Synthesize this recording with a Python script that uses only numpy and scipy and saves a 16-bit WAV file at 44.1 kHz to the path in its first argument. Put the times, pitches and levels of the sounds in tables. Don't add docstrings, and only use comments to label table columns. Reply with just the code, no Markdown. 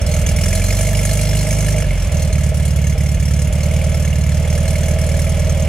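import sys
import numpy as np
from scipy import signal
from scipy.fft import rfft, irfft
from scipy.io import wavfile
from scipy.ndimage import uniform_filter1d

SR = 44100
rng = np.random.default_rng(int(sys.argv[2]) if len(sys.argv) > 2 else 0)


def wav_record(signal):
    frames = np.transpose(np.atleast_2d(signal))
    bounded = np.clip(frames, -1, 1)
    quanta = np.round(bounded * 32767).astype(np.int16)
    wavfile.write(sys.argv[1], SR, quanta)


N = 250488

SHUT_S, OPEN_S = 1.815, 2.05
IDLE_RPM = 1140
SAG_RPM = 1151.6


def gain_of(db):
    return 10 ** (np.asarray(db) / 20)


def evened(x):
    return x / np.sqrt(np.mean(x ** 2) + 1e-20)


def read(points, hz):
    f, value = np.transpose(points)
    return np.interp(np.log(hz + 1), np.log(f + 1), value)


def follow(points):
    seconds, value = np.transpose(points)
    return np.interp(np.arange(N) / SR, seconds, value)


def clicks(at, size):
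    out = np.zeros(N)
    out[at] = size
    return out


def ring(x, hz, width):
    turn = np.exp(2j * np.pi * np.cumsum(hz * np.ones(N)) / SR)
    return turn * signal.lfilter([1], [1, -np.exp(-np.pi * width / SR)], x / turn)


def fade(x, ms):
    r = np.exp(-1 / (ms / 1000 * SR))
    return signal.lfilter([1 - r], [1, -r], x)


def peaks(modes, hz):
    return np.sqrt(sum(gain_of(2 * db) / (1 + (2 * (hz - f) / w) ** 2) for f, w, db in modes))


def turbulence(gate, colour):
    # (frequency [Hz], likeness [0 to 1])
    likeness = [(60, 1.0), (150, 0.14), (380, 0.84), (950, 0.46), (2380, 0.92), (5980, 0.18),
                (15000, 0.077)]
    hz = np.fft.rfftfreq(N, 1 / SR)
    a, b = rfft(gate * rng.standard_normal((2, N)))
    same = np.clip(read(likeness, hz), 0, 1)
    mid, side = np.sqrt(1 + same), np.sqrt(1 - same)
    pair = np.array([mid * a + side * b, mid * a - side * b])
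    return evened(irfft(colour(hz) * pair, N))


def burst(at, size, rise_ms, fall_ms, rest):
    gate = fade(fade(clicks(at, size), rise_ms), fall_ms)
    return evened(gate) + rest


def crank_rpm():
    # (time [s], speed [rpm])
    speed = [(0.0, 1187.0), (0.38, 1224.0), (0.84, 1491.5), (0.98, 1476.5), (1.3, 1519.7), (1.76, 1538.0),
             (1.88, 1378.7), (2.2, 1149.8), (2.32, 1115.3), (3.3, 1086.7), (3.82, 1165.6), (4.22, 1108.1),
             (4.62, 1185.1), (5.02, 1161.2), (5.4, 1195.8), (5.68, 1158.4)]
    return follow(speed)


def shut():
    shutting_s, opening_s = 0.028, .012
    t = np.arange(N) / SR
    return np.clip((t - SHUT_S) / shutting_s, 0, 1) - np.clip((t - OPEN_S) / opening_s, 0, 1)


def charge_now():
    idle_charge, charge_per_rpm, shut_charge = 1.022, -.00065, -0.8
    running = idle_charge + charge_per_rpm * (crank_rpm() - IDLE_RPM)
    return running + (shut_charge - running) * shut()


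def gas_heat():
    return 1 + .00015 * (crank_rpm() - IDLE_RPM) + .09 * np.minimum(charge_now(), 0)


def firings():
    # (pipe delay [ms], puff size [factor], ring [dB], knock [dB], rasp [dB])
    cylinders = [(-1.03, 1, -1, -1, -1), (-1.02, 1, 0, -1, -1), (-1.32, .8, 0, 3, 0), (-1.44, 1, 1, 1.5, 2)]
    # (time [s], charge [below 0 sucks back], rasp change [dB], ring change [dB])
    misses = [(.045, -0.76, -28, -7), (.243, -1, -18, -2), (.34, -0.93, -18, 1), (1.451, 0.43, -6, 1),
              (1.74, 0.76, -14, 4.5), (2.094, 0.013, -11, -20), (2.3, -0.68, -10, 3),
              (2.52, 0.46, -25, 9.5), (2.735, 1, -6.5, 0), (2.954, 0.01, -21, 7.5), (3.174, -0.8, -8, 0),
              (3.502, -0.89, -31, 4.5), (4.963, 0.79, -14, 4.5)]
    first_firing = .34
    miss_late_ms = 0.633
    count = first_firing + np.cumsum(crank_rpm() / 30) / SR
    number = np.arange(1, int(count[-1]) + 1)
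    cylinder = np.array(cylinders)[number % len(cylinders)]
    at = np.searchsorted(count, number) + cylinder[:, 0] * SR / 1000
    at = np.clip(at, 0, N - 1).astype(int)
    charge, rasp_db, ring_db = charge_now()[at], np.zeros(len(at)), np.zeros(len(at))
    for s, left, rasp_change, ring_change in misses:
        k = np.argmin(abs(at - s * SR))
        at[k] += int(miss_late_ms * (1 - left) * SR / 1000)
        charge[k], rasp_db[k], ring_db[k] = left, rasp_change, ring_change
    chance = np.clip(rng.standard_normal((len(at), 4)), -1.6, 1.6)
    puff = charge * cylinder[:, 1] * gain_of(0.73 * chance[:, 0])
    change_db = np.array([ring_db, .5 * rasp_db, rasp_db]).T
    levels_db = cylinder[:, 2:] + change_db + [1.2, 2.2, 1.6] * chance[:, 1:]
    return at, number % 2, puff, gain_of(levels_db)


def rough_levels():
    # (time [s], level [dB], 0 being full flow)
    gas_flow = [(0, -4.5), (.35, -0.5), (1.0, -1), (1.6, -3), (1.825, -2.5), (1.84, -13.5), (2.08, -7.5),
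                (2.15, -6.5), (3.3, -7), (4.4, -7.5), (4.85, -5), (5.68, -8)]
    flow_db = follow(gas_flow)
    dying_db = -75 * shut() * (np.arange(N) / SR - SHUT_S)
    ring_db = -30 + 0.13 * np.minimum(crank_rpm() - SAG_RPM, 0) + dying_db
    knock_db = np.maximum(-32 + 0.84 * flow_db, -38)
    rasp_db = -28.5 + flow_db
    return ring_db, knock_db, rasp_db


def rumble():
    return turbulence(1, lambda hz: 1 / (1 + (hz / 35) ** 3))


def clatter():
    # (frequency [Hz], relative noise level [dB])
    clatter_colour = [(130, -21), (220, 5), (331, -8.5), (607, 5.5), (726, -5.5), (1060, -10.5),
                      (1710, -12.5), (1930, -10.5), (2150, -7.5), (3360, -11.5), (3740, -18), (6610, -19.5),
                      (7490, -20), (9960, -26), (15600, -37)]
    sag_db = 0.05 * np.minimum(crank_rpm() - SAG_RPM, 0)
    return turbulence(gain_of(sag_db), lambda hz: gain_of(read(clatter_colour, hz)))


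def whine():
    # (multiple of crank speed [turns], level at 1500 rpm [dB])
    crank_tones = [(11, -44), (15, -43)]
    # (multiple of crank speed [turns], panel pitch [Hz], width [Hz], level [dB])
    panel_tone = (28, 550, 20, -32)
    rpm = crank_rpm()
    turns = np.cumsum(rpm / 60) / SR
    tones = sum(gain_of(db) * np.sin(2 * np.pi * k * turns) for k, db in crank_tones)
    k, *panel = panel_tone
    panel_sound = peaks([panel], k * rpm / 60) * np.sin(2 * np.pi * k * turns)
    return (rpm / 1500) ** 7.9 * tones + panel_sound


def metal(modes, at, branch, size, rise_ms, fall_ms, rest, tick, uneven_db):
    # (frequency [Hz], lead of the left side [rad])
    left_lead = [(0, 0), (1030, 6), (1460, -0.12), (3450, 1.4), (3790, 1.8), (4570, 1), (5600, 2),
                 (6200, 1.42), (6980, 1.35), (8270, 7.5), (10200, 7.5), (15200, 8)]
    out = np.zeros((2, N))
    for hz, width, db, *second_db in modes:
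        chance_db = uneven_db * rng.uniform(-1, 1, len(at))
        share = size * gain_of(sum(second_db) * (branch - .5) + chance_db)
        gas = burst(at, share, rise_ms, fall_ms, rest) * rng.standard_normal(N)
        drive = gas + tick * evened(clicks(at, share))
        shake = ring(ring(drive, hz, width).imag, hz, 3 * width) * width ** 1.43
        lead = np.exp(.5j * read(left_lead, hz))
        out += gain_of(db) * np.array([shake * lead, shake / lead]).real
    return evened(out)


def shell_knock(blow, branch, size):
    # (pitch [Hz], width [Hz], level [dB], second branch louder than the first by [dB])
    shell = [(1335, 71, -8, 8), (1718, 120, -3.5, 8), (2153, 136, 1.5, -3), (2316, 170, -2, -6),
             (2825, 180, -3.5, 0), (3383, 58, -8, 8)]
    return metal(shell, blow, branch, size, .4, 3.2, 0.77, 0.84, uneven_db=6.5)


def gas_rasp(blow, branch, size):
    # (frequency [Hz], relative noise level [dB])
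    hiss_colour = [(1760, -32), (3000, -4), (3690, -8), (4630, -4.5), (6400, 1.5), (8780, -0.5), (9870, -2),
                   (15600, -14)]
    # (pitch [Hz], width [Hz], level [dB])
    tailpipe = [(4230, 200, -9), (5250, 260, -8), (5610, 180, -5), (6450, 320, -2), (6980, 200, -5),
                (8300, 240, -7), (9650, 260, -6), (10150, 220, -8), (10600, 260, -10), (11200, 300, -11),
                (12500, 500, -14)]
    hiss = turbulence(burst(blow, size, 2.6, 13.2, 0.026), lambda hz: gain_of(read(hiss_colour, hz)))
    shaken = metal(tailpipe, blow, branch, size, 1.0, 8.2, 0.24, 0.38, uneven_db=13.0)
    return 0.86 * hiss + 0.89 * shaken


def chamber(at, blow, branch, size):
    # (pitch [Hz], width [Hz], signed drive from the first branch [factor], from the second [factor])
    chamber_modes = [(268, 33, 0.046, -0.15), (384.4, 12.6, 0.036, 0.11), (463, 38, 0.56, -0.35),
                     (552.8, 15, -0.15, 0.16), (599.4, 18.4, 1, 0.66), (641.3, 19.6, -1.09, 0.53),
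                     (795.3, 18.5, 0.24, 0.3)]
    heat = gas_heat() ** 0.35
    jitter = (.0002 * SR * rng.standard_normal(len(at))).astype(int)
    strike_at = np.clip(at + jitter, 0, N - 1)
    struck = np.zeros(N)
    for hz, width, *drive in chamber_modes:
        strike = clicks(strike_at, size * np.array(drive)[branch])
        struck += ring(strike, hz * heat, width).imag
    hum_modes = [(hz, width, 10 * np.log10(a * a + b * b)) for hz, width, a, b in chamber_modes]
    hum = turbulence(burst(blow, size, 1.4, 1.8, 1.0), lambda hz: peaks(hum_modes, hz) ** 2)
    return evened(evened(fade(struck, 0.4)) + 0.74 * hum)


def boom(at, branch, puff):
    # (pitch [Hz], width [Hz], signed drive from the first branch [factor], from the second [factor])
    silencer = [(40.3, 8.0, -0.314, -0.612), (63.5, 43.8, 1.867, 3.11), (133.9, 59.7, 0.572, -1.578),
                (143.5, 12.5, -0.004, 0.566), (190.6, 26.3, -0.397, 0.184)]
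    heat = gas_heat()
    interval = SR * 30 / crank_rpm()[at]
    push_at = np.maximum(at - .44 * interval, 0).astype(int)
    flow = np.zeros(N)
    for hz, width, *drive in silencer:
        side = np.array(drive)[branch]
        push = clicks(push_at, .175 * side)
        push = uniform_filter1d(uniform_filter1d(push, size=150), size=150)
        flow += ring(clicks(at, puff * side) + push, hz * heat, width).imag
    smooth_flow = fade(fade(flow, 1.045), 1.045)
    return np.gradient(smooth_flow) * SR / 1000


def scene():
    at, branch, puff, size = firings()
    ring_db, knock_db, rasp_db = rough_levels()
    blow = np.maximum(at - int(2.3 * SR / 1000), 0)
    background = gain_of(-50) * rumble() + gain_of(-31.5) * clatter() + whine()
    rough = gain_of(knock_db) * shell_knock(blow, branch, size[:, 1])
    rough += gain_of(rasp_db) * gas_rasp(blow, branch, size[:, 2])
    rough += gain_of(ring_db) * chamber(at, blow, branch, size[:, 0])
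    return background + rough + boom(at, branch, puff)


def record(dry):
    # (frequency [Hz], left minus right [dB])
    lean = [(60, -1.5), (120, -5), (240, -2.5), (480, -3), (950, -0.5), (1890, -2), (3770, -2), (7520, 2),
            (15000, -3.5)]
    lean_db = read(lean, np.fft.rfftfreq(N, 1 / SR)) / 2
    pair = irfft(rfft(dry) * gain_of([lean_db, -lean_db]), N)
    pair = signal.lfilter(*signal.butter(1, 8, "high", fs=SR), pair)
    treble_limit = signal.firwin(2047, 15750, window=("kaiser", 9), fs=SR)
    return signal.oaconvolve(pair, treble_limit[None], "same")


dry = scene()
out = record(dry)
wav_record(out)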